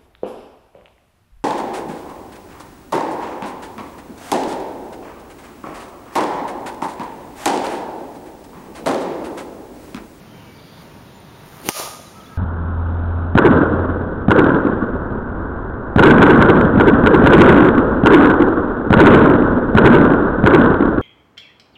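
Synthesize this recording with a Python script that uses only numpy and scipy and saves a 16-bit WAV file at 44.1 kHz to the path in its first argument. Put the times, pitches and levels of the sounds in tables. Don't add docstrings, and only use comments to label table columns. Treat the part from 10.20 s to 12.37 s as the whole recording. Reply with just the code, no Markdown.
import sys
import numpy as np
from scipy import signal
from scipy.fft import rfft, irfft
from scipy.io import wavfile
from scipy.ndimage import uniform_filter1d, map_coordinates

SR = 44100
rng = np.random.default_rng(int(sys.argv[2]) if len(sys.argv) > 2 else 0)


def voltage_ratio(decibels):
    exponent = np.asarray(decibels, float) / 20
    return 10 ** exponent


def to_wav(s):
    ch = np.atleast_2d(s).T
    pcm = np.round(np.clip(ch, -1, 1) * 32767)
    wavfile.write(sys.argv[1], SR, pcm.astype(np.int16))


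N = 95873

# [f/Hz, level/dB]
AIR_SPECTRUM = [(15, -76), (25, -17), (145, -1), (309, -6.5), (394, -9.5), (911, -14.5), (5730, -30.5),
                (7710, -35), (16000, -35.5)]
AIR_DB = -42
# [start t/s, length t/s, f/Hz, width f/Hz, level/dB]
FAR_WHINES = [(0, 2.17, 937, 10, -58.5), (1.95, .3, 1305, 70, -48), (2.09, .2, 1630, 45, -56),
              (.14, .34, 2290, 60, -59), (.07, .15, 3100, 90, -59), (.19, .11, 2800, 350, -59),
              (.34, .29, 4700, 350, -60), (.38, .25, 3500, 600, -58), (.38, .25, 4200, 700, -62),
              (.94, .05, 7000, 400, -63), (1.41, .02, 4350, 120, -53), (.95, .2, 937, 14, -60),
              (.85, .55, 3600, 1000, -60)]
# [start t/s, length t/s, from f/Hz, to f/Hz, level/dB]
BIRD_NOTES = [
    (1.845, .015, 4500, 4100, -63),
    (1.862, .03, 3960, 3900, -57),
    (2.0, .024, 3400, 2850, -60),
    (2.037, .016, 3880, 3880, -59),
    (2.058, .03, 3350, 3550, -57),
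    (1.968, .008, 3150, 2900, -62),
    (1.80, .035, 3450, 3400, -62),
]

# [t/s, leaves level/dB, trunks level/dB]
WASH_CURVE = [
    (1.495, -34, -35),
    (1.53, -35.5, -51.5),
    (1.565, -28.5, -34),
    (1.605, -27.5, -33),
    (1.66, -33, -35.5),
    (1.72, -38, -38.5),
    (1.8, -45, -46),
    (1.9, -51, -54.5),
    (2.17, -64, -61),
]
# [f/Hz, level/dB]
LEAF_SPECTRUM = [(760, -28), (1300, -5), (2300, -1), (4540, 0), (6350, 2.5), (8790, -2.5), (11000, 0.5),
                 (16000, -10.5)]
TRUNK_SPECTRUM = [(200, -17.5), (350, -7.5), (620, -1.5), (900, -4), (1300, -6), (2500, -34.5)]
# [t/s, f/Hz, level/dB]
TRUNK_KNOCKS = [(1.552, 600, -37), (1.567, 610, -29), (1.596, 780, -32), (1.607, 660, -33),
                (1.661, 930, -31), (1.69, 800, -35), (1.80, 680, -41)]
KNOCK_S, KNOCK_DB = .006, -1
PING_ECHO_DB, PING_WIDTH_HZ = -4, 65
LEAF_DULLING_DB_PER_S = -37

# [t/s, level/dB]
RUSTLE_CURVE = [
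    (0, -64),
    (.55, -59.5),
    (.62, -49),
    (.68, -70),
    (1.15, -59),
    (1.25, -48.5),
    (1.34, -43.5),
    (1.44, -43),
    (1.5, -62),
    (1.6, -92),
]
# [t/s, level/dB]
GRIT_TICKS = [
    (1.004, -46),
    (1.416, -40),
]
# [t/s, level/dB]
SWISH_CURVE = [
    (1.38, -70),
    (1.43, -48),
    (1.448, -37),
    (1.46, -30),
    (1.472, -28),
    (1.486, -29),
    (1.5, -33),
    (1.512, -48),
    (1.54, -90),
]
# [f/Hz, level/dB]
SWISH_SPECTRUM = [(70, -28), (160, -5), (330, 3), (800, -6), (1650, -18.5), (2600, -11), (6000, -19),
                  (10000, -13), (16000, -20)]

HIT_S = 1.4885
CRACK_DB, CRACK_HOLD_S, CRACK_T60_S = -9, .0012, .003
SQUASH_S, REBOUND_S = .0016, .0007
PUSH_DB, REBOUND_DB = -15, -8.5
# [f/Hz, level/dB, decay by 60 dB t/s]
BARREL_MODES = [(420, -26, .015), (650, -24, .025), (850, -19, .04), (970, -27, .06), (1221, -35, .6),
                (1270, -38, .2), (1450, -16, .01), (2050, -11, .008), (2800, -13, .006), (4300, -15, .005),
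                (5300, -15, .005), (6150, -8, .008)]
# [delay t/s, length t/s, level/dB]
GROUND_SLAPS = [
    (.0030, .0008, -14),
    (.0056, .0005, -2),
    (.0082, .0005, -19),
    (.0125, .001, -18),
    (.0155, .0008, -19),
    (.0195, .001, -18),
    (.031, .001, -22),
]

# [f/Hz, width f/Hz, depth level/dB]
DEAD_SLOTS = [(7858, 397, -23), (11730, 146, -40)]
DUCK_DB, DUCK_RELEASE_S = -27, 0.089
TOP, HISS_DB, CUTOFF_HZ = .95, -80, 15780


def rms_one(x):
    return x / np.sqrt(np.mean(x ** 2) + 1e-20)


def in_time(rows):
    s, *columns = np.transpose(rows)
    return [np.interp(np.arange(N) / SR, s, c) for c in columns]


def white():
    return rng.standard_normal(N)


def coloured(x, spectrum):
    hz, db = np.transpose(spectrum)
    log_f = np.log(np.arange(N // 2 + 1) * SR / N + 1)
    return rms_one(irfft(rfft(x) * voltage_ratio(np.interp(log_f, np.log(hz), db)), N))


def drift(rate):
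    knots = rng.standard_normal(400)
    return map_coordinates(knots, [np.arange(N) / SR * rate], order=3)


def grains(lumpy_db):
    lump_db = lumpy_db * rng.standard_normal(N // 64 + 1).repeat(64)[:N]
    return white() * voltage_ratio(lump_db)


def ring(x, hz, t60):
    r, w = voltage_ratio(-60 / (t60 * SR)), 2 * np.pi * hz / SR
    return signal.lfilter([0, np.sin(w)], [1, -2 * r * np.cos(w), r * r], x + 1e-18)


def narrow(hz, width):
    f = np.arange(N // 2 + 1) * SR / N
    band = np.exp(-((f - hz) / width) ** 2 * 2)
    z = signal.hilbert(irfft(rfft(white()) * band, N))
    return rms_one(z.real / (np.abs(z) + 1e-9) ** .3)


def swell(start, length, edge):
    t = np.arange(N) / SR - start
    nearest_edge = np.minimum(t + edge, length - t + edge)
    return np.sin(np.pi / 2 * np.clip(nearest_edge / edge / 2, 0, 1)) ** 2


def park_air():
    return voltage_ratio(AIR_DB + 0.64 * drift(9.18)) * coloured(white(), AIR_SPECTRUM)


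def far_whines():
    out = np.zeros(N)
    for start, length, hz, width, db in FAR_WHINES:
        out += voltage_ratio(db) * swell(start, length, 0.0067) * narrow(hz, width)
    return out


def birds():
    out = np.zeros(N)
    for start, length, from_hz, to_hz, db in BIRD_NOTES:
        pitch = np.interp(np.arange(N) / SR, [start, start + length], [from_hz, to_hz])
        level = voltage_ratio(db + 8) * swell(start, length, .004) * voltage_ratio(2 * drift(150))
        out += level * np.sin(2 * np.pi * np.cumsum(pitch) / SR)
    return out


def park():
    return park_air() + far_whines() + birds()


def leaves(leaves_db):
    t = np.arange(N) / SR
    wash = voltage_ratio(leaves_db) * coloured(grains(1.0), LEAF_SPECTRUM)
    treble = signal.sosfilt(signal.butter(2, 9000, "high", fs=SR, output="sos"), wash)
    return wash - treble + treble * voltage_ratio(LEAF_DULLING_DB_PER_S * np.clip(t - 1.62, 0, 1))


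def trunks(trunks_db):
    t = np.arange(N) / SR
    out = voltage_ratio(trunks_db) * coloured(grains(4.0), TRUNK_SPECTRUM)
    out += voltage_ratio(trunks_db + PING_ECHO_DB) * narrow(1222, PING_WIDTH_HZ)
    for s, hz, db in TRUNK_KNOCKS:
        out += voltage_ratio(db + KNOCK_DB) * np.exp(-((t - s) / KNOCK_S) ** 2) * np.sin(2 * np.pi * hz * t)
    return out


def woods():
    leaves_db, trunks_db = in_time(WASH_CURVE)
    arrived = np.arange(N) / SR > WASH_CURVE[0][0]
    return arrived * (leaves(leaves_db) + trunks(trunks_db))


def clothes():
    t = np.arange(N) / SR
    rub = coloured(grains(2.6), [(300, 4), (1200, 6.5), (4000, -10.5), (11000, -9)])
    tick_level = sum(voltage_ratio(db) * np.exp(-np.abs(t - s) / .0012) for s, db in GRIT_TICKS)
    grit = coloured(white(), [(6000, -43), (9000, 6), (16000, -9)])
    return voltage_ratio(in_time(RUSTLE_CURVE)[0]) * rub + tick_level * grit


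def swish():
    return voltage_ratio(in_time(SWISH_CURVE)[0] + drift(120)) * coloured(white(), SWISH_SPECTRUM)


def barrel():
    click = np.zeros(N)
    click[int(HIT_S * SR) + 8] = -1
    return sum(voltage_ratio(db) * ring(click, hz, t60) for hz, db, t60 in BARREL_MODES)


def ball_push():
    t = np.arange(N) / SR - HIT_S
    squash = -voltage_ratio(PUSH_DB) * (t > 0) * (t < SQUASH_S) * np.sqrt(np.abs(t) / SQUASH_S)
    rebound = voltage_ratio(REBOUND_DB) * (t > SQUASH_S) * np.exp(-np.abs(t - SQUASH_S) / REBOUND_S)
    return uniform_filter1d(squash + rebound, size=12)


def strike():
    t = np.arange(N) / SR - HIT_S
    snap = coloured(white(), [(700, -7), (1400, -2.5), (3000, -6.5), (6200, -12), (10000, -6.5), (15000, -13.5)])
    push = ball_push()
    out = barrel()
    direct = (0.00012, CRACK_HOLD_S, 0.0063)
    for s, hold, db in [direct] + GROUND_SLAPS:
        decay_db = -60 * np.clip(t - s - hold, 0, 1) / CRACK_T60_S
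        out += (t > s) * voltage_ratio(CRACK_DB + db + decay_db) * snap
        out += voltage_ratio(7 * db) * np.roll(push, int(s * SR))
    return out


def scene():
    t = np.arange(N) / SR - HIT_S
    duck = voltage_ratio(DUCK_DB * (t > 0) * np.exp(-np.abs(t) / DUCK_RELEASE_S))
    return (duck * park() + woods() + clothes() + swish() + strike())[None]


def low_pass(x):
    return signal.sosfilt(signal.butter(12, 16840, fs=SR, output="sos"), x)


def record(dry):
    f = np.arange(N // 2 + 1) * SR / N
    slots = voltage_ratio(sum(db * np.exp(-((f - hz) / width) ** 2) for hz, width, db in DEAD_SLOTS))
    hiss = voltage_ratio(HISS_DB) * white()
    limited = TOP * np.tanh(dry / TOP)
    mix = irfft((rfft(limited) * slots + rfft(hiss)) * (f < CUTOFF_HZ), N)
    return low_pass(mix)


dry = scene()
out = record(dry)
to_wav(out)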